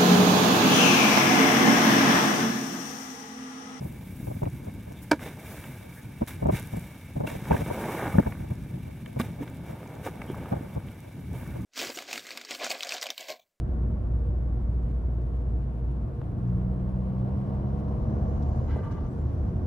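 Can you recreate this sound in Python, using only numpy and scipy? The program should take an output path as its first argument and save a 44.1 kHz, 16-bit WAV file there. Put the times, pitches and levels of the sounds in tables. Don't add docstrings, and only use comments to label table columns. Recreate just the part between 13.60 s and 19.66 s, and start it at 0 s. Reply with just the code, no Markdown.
import sys
import numpy as np
from scipy import signal
from scipy.fft import rfft, irfft, next_fast_len
from scipy.io import wavfile

SR = 44100
rng = np.random.default_rng(int(sys.argv[2]) if len(sys.argv) > 2 else 0)


def waveform_to_disk(signal):
    frames = np.transpose(np.atleast_2d(signal))
    scaled = np.clip(frames, -1, 1) * 32767
    samples = np.round(scaled).astype(np.int16)
    wavfile.write(sys.argv[1], SR, samples)


N = 267246
TIME = np.arange(N) / SR
FFT_SIZE = next_fast_len(N + 8192)
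HZ = np.maximum(np.arange(FFT_SIZE // 2 + 1) * SR / FFT_SIZE, 1)

# time in seconds, load from 0 to 1.
LOAD = [(0, 0.24), (2.55, 0.43), (2.75, 0.46), (3.2, 0.55), (3.7, 0.81), (4.3, 0.81), (5.02, 0.91),
        (5.1, 0.61), (5.5, 0.6), (6.06, 0.44)]


def engine():
    # time in seconds, firings per second.
    firing_curve = [(0.0, 59.7), (1.0, 59.2), (2.5, 59.1), (2.9, 60.1), (3.5, 62.9), (4.0, 66.4),
                    (4.5, 69.6), (5.05, 73.8), (5.4, 73.6), (6.06, 69.5)]
    # time in seconds, level in dB.
    hum_curve = [(0, -30.5), (.5, -28.5), (1.9, -27.5), (2.4, -31), (2.7, -44), (2.95, -33), (3.45, -33.5),
                 (3.8, -37), (4.2, -33), (4.9, -28), (5.15, -32), (5.5, -39), (5.75, -32), (6.06, -33)]
    # firing multiple, base level in dB,
    # level of the added swell in dB, resonance in Hz, width in Hz.
    growls = [(2, -50, -32, 119, 11), (3, -55.5, -34.5, 188, 24)]
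    # firing multiple, coasting level in dB, level at full pull in dB.
    overtones = [(1.5, -50, -47), (4, -64, -56), (4.5, -70, -62), (5, -76, -63), (5.5, -80, -63),
                 (6, -72, -61), (7, -82, -59), (8, -70, -61), (9, -84, -59), (10, -84, -60),
                 (11, -86, -58.5), (12, -84, -64), (13, -84, -68), (14, -86, -72), (15, -88, -70),
                 (16, -88, -72)]
    gear_whine = (14.25, -90, -61)
    # time in seconds, level in dB.
    tenth_curve = [(0, -66), (.3, -62), (1.3, -63), (1.7, -80), (6.06, -90)]
    # frequency in Hz, noise density in dB.
    roar_spectrum = [(200, -83), (320, -71), (500, -71), (750, -76), (1100, -79), (1500, -93.5),
                     (2500, -106), (3500, -114)]
    firing_hz = envelope(firing_curve)
    phase = 2 * np.pi * np.cumsum(firing_hz) / SR

    def partial(multiple, gain):
        wander = rng.uniform(0, 2 * np.pi) + .055 * multiple * drift(6)
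        return np.sqrt(2) * gain * amp(1.1 * drift(12)) * np.sin(multiple * phase + wander)

    hum = partial(1, amp(envelope(hum_curve)))
    for multiple, base_db, swell_db, hz, width in growls:
        nearness = np.sqrt(resonance(multiple * firing_hz, hz, width))
        hum += partial(multiple, amp(base_db) + throttle() * amp(swell_db) * nearness)
    whine = sum(partial(multiple, amp(coast_db + (pull_db - coast_db) * pull()))
                for multiple, coast_db, pull_db in overtones + [gear_whine])
    whine += partial(10, amp(envelope(tenth_curve)))
    tones = padded_spectrum(hum) + padded_spectrum(whine) * cabin_colour() ** 2
    throb = 1 + .35 * np.sin(phase)
    roar = envelope(LOAD) ** 1.5 * throb * noise(density(roar_spectrum) * cabin_colour())
    return mic_ports(tones, 1j * tones) + roar


def turbo():
    # time in seconds, centre in Hz.
    wheel_curve = [(0, 3526), (3, 4175), (3.8, 5300), (4.4, 5900), (4.7, 6280), (5.05, 6700), (5.3, 6380),
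                   (5.6, 6150), (6.06, 5860)]
    centre_hz = envelope(wheel_curve)
    phase = 2 * np.pi * np.cumsum(centre_hz) / SR
    hiss = np.zeros((2, N))
    for pitch_ratio, half_width_hz, layer_db in [(.99, 570, -1.5), (.72, 1100, .5)]:
        lowpass = signal.butter(3, half_width_hz, fs=SR, output="sos")
        rush = signal.sosfilt(lowpass, rng.standard_normal((2, N)))
        shifted_up = np.sqrt(2) * rush / np.std(rush) * np.sin(pitch_ratio * phase)
        hiss += amp(layer_db + 1.5 * drift(30)) * shifted_up
    db_per_octave, open_throttle_db = 25.5, 2
    level_db = -77 + db_per_octave * np.log2(centre_hz / 6700) + open_throttle_db * throttle()
    return hiss * amp(level_db) * pan(left_db=5)


def intake_flutter():
    # start in seconds, length in seconds, level in dB.
    puffs = [(5.065, 0.05, -61.5), (5.097, .062, -56.5), (5.146, 0.074, -58.5), (5.215, 0.072, -56.5),
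             (5.288, 0.066, -57.5), (5.348, 0.068, -57.5), (5.41, 0.075, -63.5)]
    # pitch in Hz, width in Hz,
    # then gain in dB under load and at the first puff, mid-flutter and the last puff.
    pipe_modes = [(905, 45, -2, 2, 4, 5.5), (1176, 28, -3, -6, 8.5, 8), (1330, 110, -5, 1, -3, -7),
                  (1577, 70, -9.5, -1.5, -3, -9.5), (2010, 75, -11, -4, -8, -11),
                  (2200, 100, -16, -8, -15, -20), (2925, 60, -12, -13, -19, -17),
                  (3025, 120, -19, -15, -19, -25), (3450, 180, -20.5, -17, -22, -20),
                  (4040, 250, -18, -16, -32, -32), (5460, 300, -23, -30, -32, -32)]
    breath = amp(-71.5) * envelope(LOAD) ** 2
    torn_air = amp(2 * drift(70)) * sum(amp(db) * swell(start, length) ** 2
                                        for start, length, db in puffs)
    first_s, last_s, lowest_hz = puffs[0][0], puffs[-1][0], pipe_modes[0][0]
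    song = np.zeros(N)
    for hz, width, load_db, *puff_db in pipe_modes:
        puff_gain = amp(np.interp(TIME, [first_s, (first_s + last_s) / 2, last_s], puff_db))
        tone = rng.standard_normal(N) * (breath * amp(load_db) + torn_air * puff_gain)
        radius = np.exp(-1.5 * np.pi * width / SR)
        feedback = [1, -2 * radius * np.cos(2 * np.pi * hz / SR), radius ** 2]
        for _ in range(2):
            tone = signal.lfilter([1, 0, -1], feedback, tone + 1e-18) * (1 - radius ** 2) / 2
        rasp_db = 1.25 * np.log2(hz / lowest_hz) * drift(300)
        song += np.sqrt(SR / width / 2) * tone * amp(rasp_db)
    first_chuff_hz, fall_octaves_per_s = 1650, 2.6
    chuffs = gusts([(start, length, db - 4, first_chuff_hz * 2 ** (fall_octaves_per_s * (first_s - start)))
                    for start, length, db in puffs], octaves=1.3)
    return in_cabin(song, t60=.04, echo_db=-6, left_db=2.5) + chuffs


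def wheezes():
    # start in seconds, length in seconds, level in dB, centre in Hz.
    whistles = [(5.475, 0.06, -81.5, 7900), (5.585, 0.058, -80, 7450), (5.74, 0.07, -87, 7050),
                (5.66, 0.18, -91, 8400), (5.83, .25, -90, 8750)]
    return gusts(whistles, octaves=.03)


def road():
    # time in seconds, level swing in dB.
    surface_curve = [(0, -0.5), (.15, 4), (.4, 0.5), (1.3, -0.5), (2.2, -2), (3.0, 1), (3.7, -1.5),
                     (4.0, 1.5), (4.3, 0), (4.6, 6), (4.9, -0.5), (5.2, 4.5), (5.5, 2.5), (6.06, 4.5)]
    # frequency in Hz, noise density in dB.
    thud_spectrum = [(12, -100), (22, -77), (30, -64), (42, -52), (58, -55), (72, -51.5), (85, -51.5),
                     (110, -54.5), (170, -60.5), (260, -73)]
    # frequency in Hz, noise density in dB.
    tyre_spectrum = [(100, -76.5), (200, -65), (350, -71), (600, -80), (1000, -87.5), (1400, -90),
                     (2000, -102), (2600, -114)]
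    surface_db = envelope(surface_curve)
    tyres = amp(.68 * surface_db) * noise(density(tyre_spectrum) * cabin_colour())
    thud = amp(.8 * surface_db) * noise(density(thud_spectrum) * cabin_colour())
    boom = amp(-50 + .4 * surface_db + 3.5 * pull()) * noise(resonance(HZ, centre=125.1, width=15.3))
    return thud + boom + tyres


def trim_ticks():
    # time in seconds, peak level in dB, centre in Hz, width in octaves.
    hits = [(2.6158, -33, 700, 1.56), (2.616, -52.5, 2500, 1.3), (2.641, -57, 2600, .7),
            (5.164, -51, 2200, .5), (4.549, -54, 1710, .9), (5.1592, -35, 600, 1.5),
            (5.1624, -28.5, 380, 1.3), (5.1672, -28.5, 510, 0.97), (5.19, -33, 416, 0.54),
            (5.208, -30, 447, 0.52)]
    clicks = np.zeros(N)
    for start, db, hz, octaves in hits:
        impulse = (np.arange(N) == round(start * SR)) + 1e-18
        click = band(band(impulse, hz, octaves), hz, octaves + 1)
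        clicks += amp(db) * click / np.abs(click).max()
    return in_cabin(clicks, t60=.02, echo_db=-7, left_db=.5)


def trim_rustles():
    # start in seconds, length in seconds, level in dB, centre in Hz.
    brushes = [(2.865, 0.027, -78, 5500), (4.08, .025, -73, 4000), (4.82, 0.018, -63.5, 4300),
               (4.885, 0.019, -73, 7100), (4.955, 0.024, -71, 6800), (5.09, 0.051, -68, 3900),
               (5.115, 0.015, -73, 8500), (5.16, 0.025, -73, 8400), (5.235, 0.023, -74, 8500),
               (5.31, 0.022, -63.5, 4500), (5.40, .015, -73, 4000), (5.47, 0.15, -80.5, 8600)]
    return gusts(brushes, octaves=1)


def wind():
    # frequency in Hz, noise density in dB.
    wind_spectrum = [(1200, -125), (2100, -106), (2800, -108), (4200, -115), (5600, -119), (7000, -120.5),
                     (8000, -121), (13000, -120.5)]
    return amp(3 * envelope(LOAD) + 1.4 * drift(60)) * noise(density(wind_spectrum))


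def throttle():
    opens_s, shuts_s, travel_s = 2.62, 5.02, .16
    return np.clip(np.minimum(TIME - opens_s, shuts_s + travel_s - TIME) / travel_s, 0, 1)


def pull():
    from_load, full_load = .6, .85
    return throttle() * np.clip((envelope(LOAD) - from_load) / (full_load - from_load), 0, 1)


def cabin_colour():
    # centre in Hz, width in Hz, boost or cut in dB.
    cabin_modes = [(150, 20, -2), (172, 25, 2), (200, 20, -4), (222, 30, 5), (256, 22, -4), (290, 35, 3),
                   (365, 45, 4), (410, 35, -3), (478, 35, 5), (520, 25, 3), (548, 30, -4), (630, 50, 4.5),
                   (690, 30, 1.5), (735, 45, 4.5), (800, 40, -2.5), (920, 50, 2.5), (1012, 30, -4.5),
                   (1080, 110, 3), (1200, 40, 2.5), (1245, 50, -3), (1350, 40, 2)]
    return amp(sum(db * resonance(HZ, hz, width) for hz, width, db in cabin_modes))


def in_cabin(x, t60, echo_db, left_db):
    paths = rng.standard_normal((2, 4096)) * amp(-60 * np.arange(4096) / SR / t60)
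    paths *= amp(echo_db) / np.sqrt(np.sum(paths ** 2, axis=1, keepdims=True))
    paths[:, 0] = 1
    return signal.fftconvolve(x[None], paths, axes=1)[:, :N] * pan(left_db)


def mic_ports(mid, side):
    # frequency in Hz, correlation from 0 to 1.
    likeness = [(40, .997), (60, .991), (125, .98), (180, .95), (310, .62), (530, .7), (910, .32),
                (1580, .2), (2720, .2), (5000, .18)]
    # frequency in Hz, left over right in dB.
    balance = [(60, -.2), (140, .7), (210, -1), (330, -1.8), (500, -.8), (760, 2), (1170, -1), (1780, 2),
               (2720, 4.5), (5000, 5), (9000, 2), (12000, 0)]
    # frequency in Hz, left's lead in radians.
    left_lead = [(0, 0), (780, .5), (1120, 1.2), (1640, 5.6), (2500, 6.6), (3500, 2 * np.pi)]
    alike = over_frequency(likeness)
    mid, side = np.sqrt((1 + alike) / 2) * mid, np.sqrt((1 - alike) / 2) * side
    lead = np.interp(HZ, *np.transpose(left_lead))
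    lean = amp(over_frequency(balance) / 2) * np.exp(.5j * lead)
    return irfft([(mid + side) * lean, (mid - side) / lean], FFT_SIZE)[:, :N]


def noise(gain):
    mid, side = rfft(rng.standard_normal((2, FFT_SIZE))) * gain * np.sqrt(SR / 2)
    return mic_ports(mid, side)


def gusts(rows, octaves):
    bursts = np.zeros((2, N))
    white = rng.standard_normal((2, N))
    for start, length, db, hz in rows:
        hiss = band(white, hz, octaves)
        bursts += amp(db) * swell(start, length) * hiss / np.std(hiss)
    return bursts * pan(left_db=3)


def swell(start, length):
    return np.sqrt(np.sin(np.pi * np.clip((TIME - start) / length, 0, 1)).clip(0))


def drift(rate):
    steps = rng.standard_normal(int(N / SR * rate) + 2)
    return np.interp(TIME * rate, np.arange(len(steps)), steps)


def band(x, hz, octaves):
    edges = np.minimum(hz * 2.0 ** (np.array([-.5, .5]) * octaves), .45 * SR)
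    return signal.sosfilt(signal.butter(2, edges, "band", fs=SR, output="sos"), x)


def resonance(hz, centre, width):
    return 1 / (1 + (2 * (hz - centre) / width) ** 2)


def padded_spectrum(x):
    pad = FFT_SIZE - N
    fade = np.linspace(1, 0, pad) ** 2
    return rfft(np.r_[x, fade * x[::-1][:pad] + (fade * x[:pad])[::-1]])


def density(rows):
    return amp(over_frequency(rows) - 40 * np.log2(np.maximum(HZ / rows[-1][0], 1)))


def over_frequency(rows):
    hz, value = np.transpose(rows)
    return np.interp(np.log(HZ), np.log(np.maximum(hz, 1)), value)


def envelope(rows):
    return np.interp(TIME, *np.transpose(rows))


def pan(left_db):
    return amp([[left_db / 2], [-left_db / 2]])


def amp(db):
    return 10 ** (np.asarray(db) / 20)


def scene():
    return (engine() + road() + wind() + turbo() + intake_flutter()
            + trim_rustles() + wheezes() + trim_ticks())


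def record(dry):
    return signal.sosfilt(signal.cheby2(12, 50, 13900, fs=SR, output="sos"), dry)


dry = scene()
out = record(dry)
waveform_to_disk(out)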